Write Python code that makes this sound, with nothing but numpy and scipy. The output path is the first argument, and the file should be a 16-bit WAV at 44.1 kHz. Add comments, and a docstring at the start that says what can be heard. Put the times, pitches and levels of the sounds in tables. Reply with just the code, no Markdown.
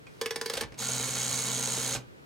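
"""A small, quiet room with a rotary telephone dial on a wall panel, a little to the right.
A finger winds the dial; the pawl snaps over ten ratchet teeth up to the finger stop.
Let go, the wheel runs back at a governed speed: the governor rattles on every turn, the gears rasp,
the pulse contact ticks and the panel hums, until the wheel knocks against its rest."""
import sys
import numpy as np
from scipy import signal
from scipy.fft import rfft, irfft, next_fast_len
from scipy.io import wavfile
from scipy.ndimage import map_coordinates

SR = 44100
rng = np.random.default_rng(int(sys.argv[2]) if len(sys.argv) > 2 else 0)


def unload_audio(sound):
    """Save the sound as a 16-bit wav file, at the path given as the first command line argument."""
    columns = np.transpose(np.atleast_2d(sound))
    # keep every value between -1 and 1, then stretch to whole-number steps
    steps = np.round(np.clip(columns, -1, 1) * 32767)
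    wavfile.write(sys.argv[1], SR, steps.astype(np.int16))


N = 99225
RELEASE_S, REST_S, GOVERNOR_HZ = 0.7874, 1.956, 63.49

# ratchet teeth: start_s, snap_db, thud_db, thud_pitch_ratio, spring_hz, treble_db, ping_db
RATCHET_TEETH = [(0.2127, -29.5, -24.5, 1, 6900, 2.5, -5), (0.2588, -30.5, -28, 0.95, 2600, 1.5, -16),
                 (0.3074, -29, -29, 0.96, 5670, -2.5, -15), (0.359, -31, -30, 0.98, 5330, -0.5, -5.5),
                 (0.4124, -30.5, -29.5, 0.97, 4870, 0, -9), (0.459, -32.5, -29.5, 0.96, 4700, 5, -16),
                 (0.4976, -31.5, -29, 1.02, 5030, 3, -22), (.5358, -31.5, -32.5, 1, 3900, 3.5, -16.5),
                 (0.5743, -31.5, -28, 1.1, 3700, 2, -13), (0.6092, -31.5, -31.5, 0.97, 2730, 7, 4)]
# gear rub while winding: time_s, level_db
RUB_ENVELOPE = [(.05, -77), (.08, -67.5), (.2, -64), (.23, -56), (.4, -56.5), (.52, -46.5), (.56, -45.5),
                (.63, -45), (.655, -72), (.7, -94.5)]
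# hits on the stops: start_s, clack_db, thump_db, treble_db
STOP_HITS = [(0.0672, -46.5, -67, -10), (.553, -37, -59, 6), (0.5701, -34, -83, 9),
             (.622, -30.5, -33.5, -15), (.634, -32.5, -30, -12), (0.721, -43, -66, -12),
             (0.742, -46, -67, -8), (1.933, -33, -46, 0), (1.95, -29, -50, -8), (1.959, -32.5, -30, 1)]
# pulse contact flicks: start_s, level_db
PULSE_FLICKS = [(.886, -40.5), (.996, -37.5), (1.084, -39.5), (1.167, -38), (1.273, -42), (1.372, -42.5),
                (1.483, -37), (1.578, -37), (1.674, -36.5), (1.774, -36), (1.876, -39.5)]
# strength of the return run: time_s, level_db
RETURN_ENVELOPE = [(.79, -3), (.86, -1.5), (.92, -0.5), (1.08, -1.5), (1.2, 0), (1.35, 1.2), (1.55, 0),
                   (1.8, 0.5), (1.95, 0)]
# governor weight hits in one turn: phase_turns, level_db
WEIGHT_HITS = [(.08, 4), (.29, 6), (.37, 3.5), (0.761, -2), (0.899, 1.5)]
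# panel hum: governor_harmonic, level_db
HUM_HARMONICS = [(1, -74), (2, -44.5), (3, -65.5), (4, -51.5), (5, -69)]
# panel thud: pitch_hz, level_db
THUD_PARTIALS = [(464, -3.5), (375, -21.5), (500, -15), (243, -19.5)]
# modes of struck parts: pitch_hz, level_db, t60_s
PAWL_MODES = [(845, -16.5, 0.086), (1007, -16, 0.091), (1385, -21.5, 0.073), (1700, -12, 0.067),
              (1767, -9, 0.096), (2200, -14, 0.088), (2520, -22, 0.087), (3460, -13, 0.085)]
PANEL_MODES = [(63, -12, 0.24), (125.3, 0, .12), (172, -11, 0.073), (222, -30, 0.027)]
WHEEL_MODES = [(1550, -59, 0.11), (2200, -45, 0.05), (2460, -49, 0.041), (2920, -48, 0.046),
               (3375, -53, 0.049)]
END_STOP_MODES = [(788, -46.5, 0.05), (1410, -43, 0.064), (1530, -37, 0.057), (5150, -29, 0.046),
                  (7400, -38, 0.11)]
# resonances of running parts: centre_hz, width_hz, level_db
CUP_RESONANCES = [(3190, 300, -9.5), (3960, 190, -7.5), (4440, 310, -7), (5530, 1900, -15),
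                  (6614, 357, 1.5), (8280, 365, -5), (9370, 620, -10.5), (11000, 210, -9.5),
                  (13900, 1300, -22)]
GEAR_RESONANCES = [(777, 28, -13), (1394, 57, 0), (2206, 40, 0), (3850, 43, 2.5), (4350, 37, -1)]
# noise spectra: freq_hz, level_db
SNAP_SPECTRUM = [(200, -7), (700, -1.5), (1100, 0.5), (1800, 2.5), (3000, -1), (5000, 1), (7200, -5),
                 (8300, -7.5), (9300, -1), (10300, -13), (12500, -7.5), (15500, -18)]
CLACK_SPECTRUM = [(150, 8), (500, 3.5), (1000, 3.5), (1450, -1.5), (2300, 5), (3300, -1.5), (5000, 1),
                  (7500, -5.5), (10000, -7), (15500, -24)]
RASP_SPECTRUM = [(30, -34), (50, -14), (70, 7.5), (90, -9), (160, 2.5), (230, 8), (340, -7.5), (470, 6),
                 (530, 5.5), (610, -4), (800, 2.5), (1200, -1.5), (1500, -1), (2700, -2.5), (4200, -1.5),
                 (8000, 0.5), (10000, -7.5), (12500, -6.5), (15500, -14)]
BACKGROUND_SPECTRUM = [(25, -47), (60, 4), (100, 2), (130, 16), (170, 6), (300, 6.5), (480, 8), (700, -2),
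                       (1500, -2.5), (4000, -14), (8000, -22), (15500, -29.5)]
# left-right likeness: freq_hz, correlation
DIAL_CORRELATION = [(60, 0.26), (130, 0.68), (290, 1), (640, 1), (1410, 0.79), (3100, 0.78), (6820, 0.83),
                    (15000, 0.48)]
BACKGROUND_CORRELATION = [(60, 0.4), (180, -0.11), (550, -0.53), (1650, -0.85), (4970, -0.12),
                          (15000, 0.31)]
# dial balance: freq_hz, left_minus_right_db
DIAL_BALANCE = [(100, -3), (300, -0.2), (1400, -1.7), (3000, -2), (6000, -3.5), (9000, -0.1), (13000, -0.5)]
# dial phase: freq_hz, left_lead_rad
DIAL_PHASE = [(200, 0.5), (1290, -0.15), (2500, 0.4), (5700, 0.9), (7400, -1.1), (10000, 1.26), (13400, -3),
              (16000, -0.2)]
# room decay: freq_hz, t60_s
ROOM_DECAY = [(100, 0.43), (500, 0.29), (2000, 0.23), (7000, 0.14), (14000, 0.073)]


def ratchet(attack_s=0.00075, ping_hz=9120, spring_width_hz=290, spring_db=2.5, strike_db=-6):
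    """Each tooth snaps the pawl and its spring and thuds the panel; the gears rub in between."""
    out = noise(SNAP_SPECTRUM) * envelope(RUB_ENVELOPE)
    for start_s, snap_db, thud_db, thud_ratio, spring_hz, treble_db, ping_db in RATCHET_TEETH:
        snap = crack(SNAP_SPECTRUM, treble_db, attack_s, hold_s=0.0024, t60_s=0.04)
        strike = crack(SNAP_SPECTRUM, treble_db + 17, attack_s=0.0011, hold_s=0.0006, t60_s=0.0053,
                       shelf_hz=11000)
        pawl = ring(PAWL_MODES + [(ping_hz, ping_db, 0.05)], attack_s)
        spring = resonate(snap, [(spring_hz, spring_width_hz, spring_db)])
        add(out, start_s, amp(snap_db) * (amp(strike_db) * strike + snap + pawl))
        add(out, start_s, amp(snap_db) * spring)
        add(out, start_s, amp(thud_db) * panel_thud(thud_ratio))
    return out


def knocks(touch_s=0.068, end_stop_s=1.951):
    """The finger lands on the wheel; finger and wheel clack on their stops and thump the panel."""
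    out = np.zeros((2, N))
    add(out, touch_s, ring(WHEEL_MODES, attack_s=0.00081))
    add(out, end_stop_s, ring(END_STOP_MODES, attack_s=0.00062))
    for start_s, clack_db, thump_db, treble_db in STOP_HITS:
        clack = crack(CLACK_SPECTRUM, treble_db, attack_s=0.00051, hold_s=0.001, t60_s=0.053)
        add(out, start_s, amp(clack_db) * clack)
        add(out, start_s, amp(thump_db) * ring(PANEL_MODES, attack_s=0.0054, scatter_db=4.5))
    return out


def governor(level_db=-37, jitter_s=0.00049, t60_s=0.0082):
    """The weights chatter in their cup at nearly the same points of every turn."""
    turns = int((REST_S - RELEASE_S) * GOVERNOR_HZ)
    t = np.arange(SR // 50) / SR
    power = np.zeros(N)
    for phase_turns, hit_db in WEIGHT_HITS:
        for turn in range(turns):
            start_s = RELEASE_S + (turn + phase_turns) / GOVERNOR_HZ + jitter_s * rng.normal()
            add(power, start_s, amp(hit_db - 60 * t / t60_s) ** 2)
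    rattle = unit_rms(resonate(noise() * np.sqrt(power), CUP_RESONANCES))
    return amp(level_db) * rattle * envelope(RETURN_ENVELOPE) * return_gate()


def gears(teeth_per_s=1800, scatter_db=3, grain_s=0.0027, rasp_db=-37.5, ring_db=-45.5):
    """Dense tooth contacts rasp and ring the wheels of the gear train."""
    contacts = (rng.random(N) < teeth_per_s / SR) * amp(scatter_db * rng.standard_normal(N)) ** 2
    power = signal.lfilter([1], [1, -np.exp(-1 / (grain_s * SR))], contacts)
    grain = unit_rms(np.sqrt(power))
    rasp = amp(rasp_db) * grain * noise(RASP_SPECTRUM)
    ringing = amp(ring_db) * unit_rms(resonate(grain * noise(), GEAR_RESONANCES))
    return (rasp + ringing) * np.sqrt(envelope(RETURN_ENVELOPE)) * return_gate()


def pulse_contact(tick_db=2):
    """The cam flicks the contact springs about ten times a second: a tick and a soft panel knock."""
    out = np.zeros((2, N))
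    for start_s, level_db in PULSE_FLICKS:
        tick = crack(CLACK_SPECTRUM, treble_db=0, attack_s=0.001, hold_s=0.001, t60_s=0.046)
        add(out, start_s, amp(level_db + tick_db) * tick)
        add(out, start_s, amp(level_db) * panel_thud())
    return out


def panel_thud(pitch_ratio=1, peak_s=0.00598, sharpness=2.24):
    """The panel swells for a few cycles and is quickly damped."""
    t = np.arange(SR // 10) / SR
    swell = (t / peak_s * np.exp(1 - t / peak_s)) ** sharpness
    return swell * sum(amp(db) * np.sin(2 * np.pi * hz * pitch_ratio * (t - peak_s))
                       for hz, db in THUD_PARTIALS)


def panel_hum(waver_per_s=14):
    """The governor shakes the panel at multiples of its speed, each wavering by about 1 dB."""
    t = clock_s()
    hum = np.zeros(N)
    for harmonic, level_db in HUM_HARMONICS:
        waver_db = map_coordinates(rng.standard_normal(256), [t * waver_per_s], mode="mirror")
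        hum += amp(level_db + waver_db) * np.sqrt(2) * np.sin(2 * np.pi * harmonic * GOVERNOR_HZ * t)
    return hum * return_gate(rise_s=0.03, fall_s=0.031, linger_s=0.037)


def room(x, tail_db=-10, echo_db=-10.5, echo_s=0.0215, echo_cutoff_hz=1200):
    """A short diffuse tail and one dull wall echo."""
    hz, t, bins = signal.stft(noise()[:, :SR // 2], SR, nperseg=256)
    decay = amp(-60 * t / log_interp(ROOM_DECAY, hz)[:, None])
    tail = signal.istft(bins * decay, SR, nperseg=256)[1]
    tail = np.pad(tail / np.linalg.norm(tail[0]), ((0, 0), (SR // 250, 0)))  # 4 ms pre-delay
    echo = filtered(x, lambda f: np.exp(-2j * np.pi * f * echo_s) / (1 + 1j * f / echo_cutoff_hz))
    return amp(tail_db) * signal.fftconvolve(x, tail, axes=1)[:, :N] + amp(echo_db) * echo


def background(level_db=-51):
    """Steady, low, diffuse room noise."""
    return amp(level_db) * noise(BACKGROUND_SPECTRUM, BACKGROUND_CORRELATION)


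def crack(spectrum, treble_db, attack_s, hold_s, t60_s, shelf_hz=5000):
    """Hard contact: a noise burst with a treble shelf."""
    t = np.arange(SR // 3) / SR
    hz = np.fft.rfftfreq(len(t), 1 / SR)
    shelf = amp(treble_db * hz ** 2 / (hz ** 2 + shelf_hz ** 2))
    chatter = irfft(rfft(noise(spectrum, size=len(t))) * shelf, len(t))
    return chatter * np.minimum(t / attack_s, 1) * amp(-60 * np.maximum(t - hold_s, 0) / t60_s)


def ring(modes, attack_s, scatter_db=5.0):
    """Decaying modes after one blow."""
    t = np.arange(SR // 3) / SR
    ringing = sum(amp(db + scatter_db * rng.normal() - 60 * t / t60_s) * np.sin(2 * np.pi * hz * t)
                  for hz, db, t60_s in modes)
    return (1 - np.exp(-t / attack_s)) * ringing


def noise(spectrum=None, correlation=DIAL_CORRELATION, size=N):
    """Stereo noise, rms 1, of given spectrum and left-right correlation."""
    hz = np.fft.rfftfreq(size, 1 / SR)
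    colour = amp(log_interp(spectrum, hz)) if spectrum else 1
    spread_rad = np.arccos(np.clip(log_interp(correlation, hz), -1, 1)) / 2
    bins = rfft(rng.standard_normal((2, size))) * colour
    mid, side = irfft(bins * np.array([np.cos(spread_rad), np.sin(spread_rad)]), size)
    return unit_rms(np.array([mid + side, mid - side]))


def resonate(x, peaks):
    """Parallel band-passes of alternating sign."""
    return filtered(x, lambda f: sum(
        (-1) ** k * amp(db) * 1j * f * width_hz / (hz * hz - f * f + 1j * f * width_hz)
        for k, (hz, width_hz, db) in enumerate(peaks)))


def filtered(x, response):
    """Apply a frequency response."""
    size = next_fast_len(N + SR // 2)
    return irfft(rfft(x, size) * response(np.fft.rfftfreq(size, 1 / SR)), size)[..., :N]


def return_gate(rise_s=0.012, fall_s=0.017, linger_s=0):
    """Gain that swells at the release and dies once the wheel rests."""
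    t = clock_s()
    rise = 1 - np.exp(-np.maximum(t - RELEASE_S + 0.013, 0) / rise_s)
    return rise * np.exp(-np.maximum(t - REST_S - linger_s, 0) / fall_s)


def envelope(points):
    """Gain per sample from time_s, level_db points."""
    return amp(np.interp(clock_s(), *np.transpose(points)))


def log_interp(points, hz):
    """Interpolate on a log frequency axis."""
    freq_hz, values = np.transpose(points)
    return np.interp(np.log(hz + 1), np.log(freq_hz + 1), values)


def add(track, start_s, sound):
    """Mix in place."""
    part = track[..., max(round(start_s * SR), 0):][..., :sound.shape[-1]]
    part += sound[..., :part.shape[-1]]


def amp(db):
    return 10 ** (np.asarray(db) / 20)


def unit_rms(x):
    return x / np.sqrt(np.mean(x ** 2) + 1e-20)


def clock_s():
    return np.arange(N) / SR


def scene():
    """The dial, a little to the right, over the room's background."""
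    dial = ratchet() + knocks() + governor() + gears() + pulse_contact()
    in_room = dial + room(dial) + panel_hum()
    halves = np.array([[0.5], [-0.5]])  # left, right
    placed = filtered(in_room, lambda hz: amp(log_interp(DIAL_BALANCE, hz) * halves)
                      * np.exp(1j * log_interp(DIAL_PHASE, hz) * halves))
    return placed + background()


def record(dry, low_cut_hz=42, top_hz=15850):
    """Microphone: bass roll-off and a hard band limit."""
    return filtered(dry, lambda hz: (hz < top_hz) * hz ** 2 / np.sqrt(hz ** 4 + low_cut_hz ** 4))


dry = scene()
out = record(dry)
unload_audio(out)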